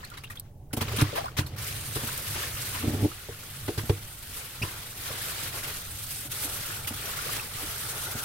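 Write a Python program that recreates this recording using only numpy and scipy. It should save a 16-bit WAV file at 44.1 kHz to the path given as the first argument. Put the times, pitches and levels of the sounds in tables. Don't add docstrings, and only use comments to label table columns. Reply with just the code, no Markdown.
import sys
import numpy as np
from scipy import signal
from scipy.fft import rfft, irfft
from scipy.io import wavfile
from scipy.ndimage import uniform_filter1d

SR = 44100
rng = np.random.default_rng(int(sys.argv[2]) if len(sys.argv) > 2 else 0)


def output_pcm(signal):
    pcm = np.clip(np.atleast_2d(signal).T, -1, 1) * 32767
    wavfile.write(sys.argv[1], SR, np.round(pcm).astype(np.int16))


def gain_from_db(level_db):
    decades = np.asarray(level_db, float) / 20
    return 10 ** decades


N = 363384

# (frequency [Hz], level [dB])
ROOM_COLOUR = [(20, 2), (160, -13), (300, -18.5), (450, -30.5), (850, -28), (1250, -71), (6700, -44),
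               (16000, -41)]
ROOM_DB = -51
# (frequency [Hz], level [dB])
HISS_COLOUR = [(800, -25.5), (1500, -12.5), (3400, -6), (7200, -9.5), (8500, -3.5), (10000, -4.5),
               (13000, -4.5), (16000, -11)]
# (frequency [Hz], level [dB])
SLOSH_COLOUR = [(150, -1), (400, 2), (900, -7.5), (1500, -6), (3000, -5), (5000, -7), (9000, -12.5),
                (16000, -13)]
# (frequency [Hz], left-right correlation [-1..1])
STEREO_LIKENESS = [(60, 1), (180, 0.9), (550, 0.82), (1650, 0.68), (4970, -0.11), (15000, 0.036)]
# (frequency [Hz], left over right [dB])
LEFT_OVER_RIGHT = [(60, -2), (180, -1.5), (550, 2.5), (1650, 1), (4970, 1), (15000, -2)]
TOP_EDGE_HZ = 15850

# (frequency [Hz], relative level [dB], t60 [s])
BASIN_MODES = [(43, -8, 0.079), (74, -0.5, 0.095), (99.6, 2.5, 0.19), (131.4, -1, 0.13),
               (159.4, -6.5, 0.058), (230, -1, 0.098), (300, 2, 0.096), (342, -3.5, 0.14),
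               (416.7, 3.5, 0.067), (469, -2, 0.13), (593, 7.5, 0.029), (740, 1, 0.092), (870, 1.5, 0.039),
               (1092, -12.5, 0.15)]
DEEP_HZ, SWING_CYCLES = 190, 0.3
# (time [s], level [dB], deep modes over the others [dB], favoured frequency [Hz])
KNOCKS = [(0.733, -20.5, -13, 258), (0.771, -15, -14, 190), (0.813, -17, -11.5, 198),
          (0.934, -28, -28, 424), (0.984, -21.5, -10, 228), (1.014, -17.5, -6, 289), (1.021, -22.5, 7, 300),
          (1.129, -29, -15, 430), (1.387, -21, -1, 275), (1.41, -37.5, 8, 300), (1.443, -43, 12.5, 300),
          (1.959, -24, -5, 376), (2.033, -22.5, -14, 204), (3.046, -15.5, -22, 300),
          (3.287, -28.5, -9, 444), (3.682, -19.5, -14, 318), (3.69, -21.5, -27, 400),
          (3.777, -25, -0.5, 366), (3.833, -29.5, -1, 221), (3.896, -14, -2.5, 398),
          (4.613, -29.5, -3, 225), (4.63, -29.5, 1.5, 348), (5.103, -32.5, -5, 496),
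          (6.249, -37.5, -9, 282), (6.447, -30, -27, 270), (6.906, -26, -16, 240), (7.63, -34, -15, 293),
          (8.15, -27, -8.5, 210)]
# (time [s], level [dB])
DRAG_LEVEL = [(2.8, -46), (2.85, -25.5), (2.99, -30.5), (3.06, -23), (3.085, -51)]
SQUEAK_S, SQUEAK_LENGTH_S, SQUEAK_DB, SQUEAK_HZ, SQUEAK_SLIDE_HZ = 4.618, 0.021, -25, 2286, 690

# (time [s], level [dB], pitch [Hz])
PLOPS = [(.028, -40, 1030), (0.034, -35.5, 1800), (0.044, -34, 4180), (.116, -37.5, 1350),
         (0.123, -42, 970), (0.176, -39, 3870), (0.242, -32.5, 2800), (.3, -33.5, 1850), (0.305, -39, 1140),
         (0.372, -35, 3420), (.708, -47, 1480), (1.128, -30.5, 430), (1.163, -22.5, 870), (1.179, -22, 696),
         (1.24, -27, 740), (1.2564, -26, 1050), (1.432, -42, 1330), (1.463, -35, 4200), (1.56, -42, 1410),
         (2.362, -29, 873), (5.134, -32.5, 1530), (5.212, -30.5, 1700), (5.652, -37, 1470),
         (6.701, -32, 1600), (6.845, -35, 2240), (7.057, -31, 5800), (7.075, -38, 654), (7.187, -27, 1360),
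         (7.26, -39.5, 496), (7.289, -29, 1120), (7.38, -32, 870), (7.395, -31, 2600), (8.058, -34, 3980)]
# (time [s], level [dB], treble over the middle [dB], fade t60 [s])
SPLASHES = [(0.0288, -38, -18, 0.03), (0.047, -45, 9, 0.029), (0.1, -50, 18, 0.021),
            (0.1344, -44, -14, 0.14), (0.17, -36, -0.5, 0.068), (0.234, -37, 0, 0.051),
            (0.2992, -48, 7.5, 0.15), (0.3526, -48, 4.5, 0.09), (0.729, -25, 6.5, 0.045),
            (0.765, -30.5, 5, 0.076), (0.807, -14, -2.5, 0.066), (0.879, -19, -25, 0.051),
            (0.9165, -28, 2, 0.056), (0.9616, -29.5, 7, 0.068), (0.983, -18.5, -13, 0.13),
            (1.011, -8, 1, 0.032), (1.152, -28, -5, 0.2), (1.255, -25, 0, 0.022), (1.366, -25, -4.5, 0.15),
            (1.384, -21, -26, 0.069), (1.4626, -46, 5.5, 0.08), (1.562, -41, 1, .06),
            (1.5823, -38.5, 6, 0.068), (1.947, -34.5, 1, 0.36), (2.068, -36.5, -6, 0.51),
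            (2.35, -34.5, -15, 0.19), (2.74, -34, -14, 0.31), (3.676, -25, -12, 0.065),
            (3.775, -24, -3, 0.086), (3.891, -15.5, -20, 0.045), (4.621, -36.5, -2, 0.52),
            (5.63, -35, -8, 0.13), (6.87, -30.5, 9.5, 0.074)]
SPLASH_RISE_S, SHEET_DB = 0.01, -25
SWELL_PER_DB = 0.57
SPLASH_HOLD = 1.195
# (time [s], level [dB])
TICKS = [(0.3974, -26), (2.177, -25.5), (2.338, -37), (6.876, -48)]
TICK_T60_S = 0.024

# (time [s], spray hiss [dB], sloshing and trickling [dB])
WATER_LEVELS = [(1.56, -60, -70), (1.58, -48, -43), (1.65, -34.5, -38), (1.85, -39, -43.5),
                (2.2, -35, -40.5), (2.43, -35.5, -34), (2.75, -36.5, -40), (2.83, -40, -39),
                (3.27, -46.5, -47), (3.62, -42.5, -47), (3.86, -42.5, -45), (4.2, -44.5, -52.5),
                (4.39, -39.5, -43), (4.58, -44.5, -46), (4.82, -41.5, -44), (5.03, -37.5, -38),
                (5.67, -36, -37), (6.0, -37, -48), (6.23, -36, -49), (6.35, -34, -42), (6.72, -36, -39),
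                (7.06, -37, -38), (7.3, -35, -35.5), (7.58, -35.5, -39), (8.24, -35, -42)]
# (time [s], level [dB])
POUR_LEVEL = [(0, -49.5), (.22, -54), (.48, -64), (.54, -75), (.69, -73), (.8, -43), (1.0, -34.5),
              (1.28, -44.5), (1.35, -54.5), (1.55, -49.5)]
# (time [s], level [dB])
DRUMMING_LEVEL = [(0, -50.5), (.7, -47.5), (.94, -32), (1.17, -46), (1.5, -40), (2.7, -43), (3.2, -51.5),
                  (3.85, -41), (4.15, -51), (5.23, -45.5), (8.24, -46.5)]
# (time [s], level [dB])
BOWL_LEVEL = [(2.5, -65), (6.25, -59.5), (6.4, -50.5), (7.4, -57), (8.24, -44)]
# (frequency [Hz], width [Hz], relative level [dB])
BOWL_NOTES = [(890, 100, 0), (1420, 160, -1)]
# (time [s], depth [dB], half length [s])
WATER_DIPS = [(2.24, -1.5, 0.095), (2.525, -6.5, 0.062), (4.946, -8, 0.11), (5.513, -7, 0.034),
              (5.62, -8, 0.017), (5.91, -4.5, 0.16), (6.292, -19, 0.03), (6.875, -9.5, 0.13),
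              (7.477, -6.5, 0.13)]
HISS_SHARE = 0.63
LEAF_CUT_HZ = 720


def evened(x):
    return x / np.sqrt(np.mean(x ** 2) + 1e-20)


def read(points, hz):
    f, value = np.transpose(points)
    return np.interp(np.log(hz + 1), np.log(f + 1), value)


def curves(rows):
    s, *columns = np.transpose(rows)
    t = np.arange(N) / SR
    fade_db = 400 * np.maximum(t - s[-1], 0)
    return [gain_from_db(np.interp(t, s, column, -200) - fade_db) for column in columns]


def add(mix, s, sound):
    part = mix[..., round(s * SR):][..., :sound.shape[-1]]
    part += sound[..., :part.shape[-1]]


def ringing(drive, response):
    return signal.oaconvolve(drive, response, axes=1)[:, :N]


def highpass(x, order, hz):
    return signal.lfilter(*signal.butter(order, hz, "high", fs=SR), x)


def noise(colour, patchy_db, flicker_db):
    frames, hz = N // 128 + 5, np.fft.rfftfreq(512, 1 / SR)
    a, b, c, d, patches = rng.standard_normal((frames, 257, 5)).T
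    flicker = evened(uniform_filter1d(patches.mean(0), size=5))
    patches = uniform_filter1d(patches, size=9, axis=0)
    patches = evened(uniform_filter1d(patches, size=14, axis=1))
    same = np.clip(read(STEREO_LIKENESS, hz), -1, 1)[:, None]
    left = a + 1j * b
    right = same * left + np.sqrt(1 - same ** 2) * (c + 1j * d)
    level_db = read(colour, hz)[:, None]
    gain = gain_from_db(level_db + patchy_db * patches + flicker_db * flicker)
    spectra = np.array([left, right]) * gain
    return evened(signal.istft(spectra, nperseg=512, noverlap=384)[1][:, :N])


def basin(deep_db, spot_hz=350, focus_db=0):
    t, out = np.arange(SR // 3) / SR, 0
    for k, (hz, db, t60) in enumerate(BASIN_MODES):
        if hz < DEEP_HZ:
            db = db + deep_db
        else:
            db = db - min(focus_db * abs(np.log2(hz / spot_hz)), 17)
        swing = gain_from_db(db - 60 * t / t60) * (1 - np.exp(-t * hz / SWING_CYCLES))
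        phase = (2.4 if hz > DEEP_HZ else -1.4) * k
        stereo_phase = np.array([[0], [(-1) ** k * hz / 1300]])
        out = out + swing * np.sin(2 * np.pi * hz * t + phase + stereo_phase)
    return out


def bubble(hz, cycles, glide):
    u = np.arange(0, 3 * cycles, hz / SR) / cycles
    envelope = (1 - np.exp(-u / 0.13)) * np.exp(-2.2 * u)
    return envelope * np.sin(2 * np.pi * cycles * (u + glide * u ** 2))


def bubbles(low_hz, high_hz, per_s, cycles, spread_db, count):
    out = np.zeros((2, N))
    for hz in np.geomspace(low_hz, high_hz, count):
        when, size, sign = rng.random((3, 2, N))
        bursts = when < per_s / count / SR
        train = bursts * gain_from_db(-spread_db * np.log(size + 0.035)) * np.sign(sign - 0.5)
        out += ringing(train, bubble(hz, cycles, 0.1)[None] * gain_from_db(read(SLOSH_COLOUR, hz)))
    return evened(out + 0.018 * out[::-1])


def room_hum():
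    return gain_from_db(ROOM_DB) * noise(ROOM_COLOUR, patchy_db=1.5, flicker_db=0.6)


def squeak():
    u, out = np.arange(0, 1, 1 / (SQUEAK_LENGTH_S * SR)), np.zeros(N)
    wobble = evened(uniform_filter1d(rng.standard_normal(SR // 10), size=30))[:len(u)]
    pitch_hz = SQUEAK_HZ + SQUEAK_SLIDE_HZ * u + 150 * wobble
    phase = 2 * np.pi * np.cumsum(pitch_hz) / SR
    tone = np.sin(phase) + 0.26 * np.sin(2 * phase)
    add(out, SQUEAK_S, gain_from_db(SQUEAK_DB) * np.sin(np.pi * u) * tone)
    return out


def drag():
    slips = (rng.random(N) < 350 / SR) * rng.standard_normal(N)
    scrape = ringing(slips[None], basin(-6.5, 260, focus_db=15))
    return curves(DRAG_LEVEL)[0] * evened(scrape)


def plops():
    out, t = np.zeros(N), np.arange(SR // 10) / SR
    swarms = rng.random((len(PLOPS), 8, 2))
    for (s, db, hz), swarm in zip(PLOPS, swarms):
        add(out, s, gain_from_db(db) * bubble(hz, cycles=5 + hz / 250, glide=0.007))
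        for late, size in swarm:
            small = bubble(hz * (0.85 + 0.6 * size), cycles=7, glide=0.05)
            add(out, s + 0.035 * late, gain_from_db(db - 12) * small)
    walls = rng.standard_normal((2, len(t))) * gain_from_db(-60 * t / 0.028)
    walls = walls / np.linalg.norm(walls[0])
    return out + gain_from_db(7.0) * ringing(out[None], walls)


def knocks():
    out = np.zeros((2, N))
    for s, db, deep_db, spot_hz in KNOCKS:
        add(out, s, gain_from_db(db - 2.5) * basin(deep_db, spot_hz, focus_db=26.0))
    return out


def splashes():
    t = np.arange(SR // 2) / SR
    body, top, ticks = np.zeros((3, N))
    for s, db, treble_db, t60 in SPLASHES:
        rise_s = SPLASH_RISE_S * gain_from_db(SWELL_PER_DB * (db - SHEET_DB))
        fade = gain_from_db(db - 60 * (t / max(t60, 0.02)) ** SPLASH_HOLD)
        shape = fade * (1 - np.exp(-t / rise_s))
        add(body, s, shape)
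        add(top, s, shape * gain_from_db(treble_db))
    for s, db in TICKS:
        add(ticks, s, gain_from_db(db - 60 * t / TICK_T60_S))
    spray = noise(HISS_COLOUR, patchy_db=3, flicker_db=2)
    froth = noise(SLOSH_COLOUR, patchy_db=3, flicker_db=1.5)
    froth = froth + gain_from_db(4) * bubbles(900, 6500, per_s=1500, cycles=11, spread_db=4, count=14)
    return body * evened(froth) + top * spray + ticks * highpass(spray, 2, 6500)


def drumming():
    damping = gain_from_db(-np.arange(SR // 3) / SR * 140)
    boom = ringing(rng.standard_normal((1, N)), basin(12.9) * damping)
    return curves(DRUMMING_LEVEL)[0] * evened(boom)


def bowl_hum(wash):
    notes = 0
    for hz, width_hz, db in BOWL_NOTES:
        notes = notes + gain_from_db(db) * signal.lfilter(*signal.iirpeak(hz, hz / width_hz, SR), wash)
    return curves(BOWL_LEVEL)[0] * evened(notes)


def fine_spray():
    tiny = bubbles(5920, 15300, per_s=590, cycles=6.1, spread_db=9, count=6)
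    return noise(HISS_COLOUR, patchy_db=1.5, flicker_db=1.8) + gain_from_db(-16.5) * tiny


def washing():
    burble = bubbles(1000, 5000, per_s=700, cycles=12, spread_db=4.2, count=22)
    return noise(SLOSH_COLOUR, patchy_db=1.8, flicker_db=0.4) + gain_from_db(-4) * burble


def dips_db():
    t = np.arange(N) / SR
    return sum(db * np.maximum(1 - abs(t - s) / half_s, 0) for s, db, half_s in WATER_DIPS)


def water():
    dips = gain_from_db(np.outer([HISS_SHARE, 1], dips_db()))
    hiss_gain, slosh_gain = curves(WATER_LEVELS) * dips
    wash = washing()
    slosh = slosh_gain * evened(highpass(wash, 1, LEAF_CUT_HZ))
    pour = curves(POUR_LEVEL)[0] * evened(wash)
    return drumming() + bowl_hum(wash) + pour + slosh + hiss_gain * fine_spray()


def scene():
    return room_hum() + squeak() + drag() + plops() + knocks() + splashes() + water()


def roll_off(x):
    return signal.sosfilt(signal.butter(12, 17060, fs=SR, output="sos"), x)


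def record(dry):
    hz = np.fft.rfftfreq(N, 1 / SR)
    colour = gain_from_db(np.outer([0.5, -0.5], read(LEFT_OVER_RIGHT, hz)))
    mix = irfft(rfft(dry) * colour * (hz < TOP_EDGE_HZ), N)
    return roll_off(mix)


dry = scene()
out = record(dry)
output_pcm(out)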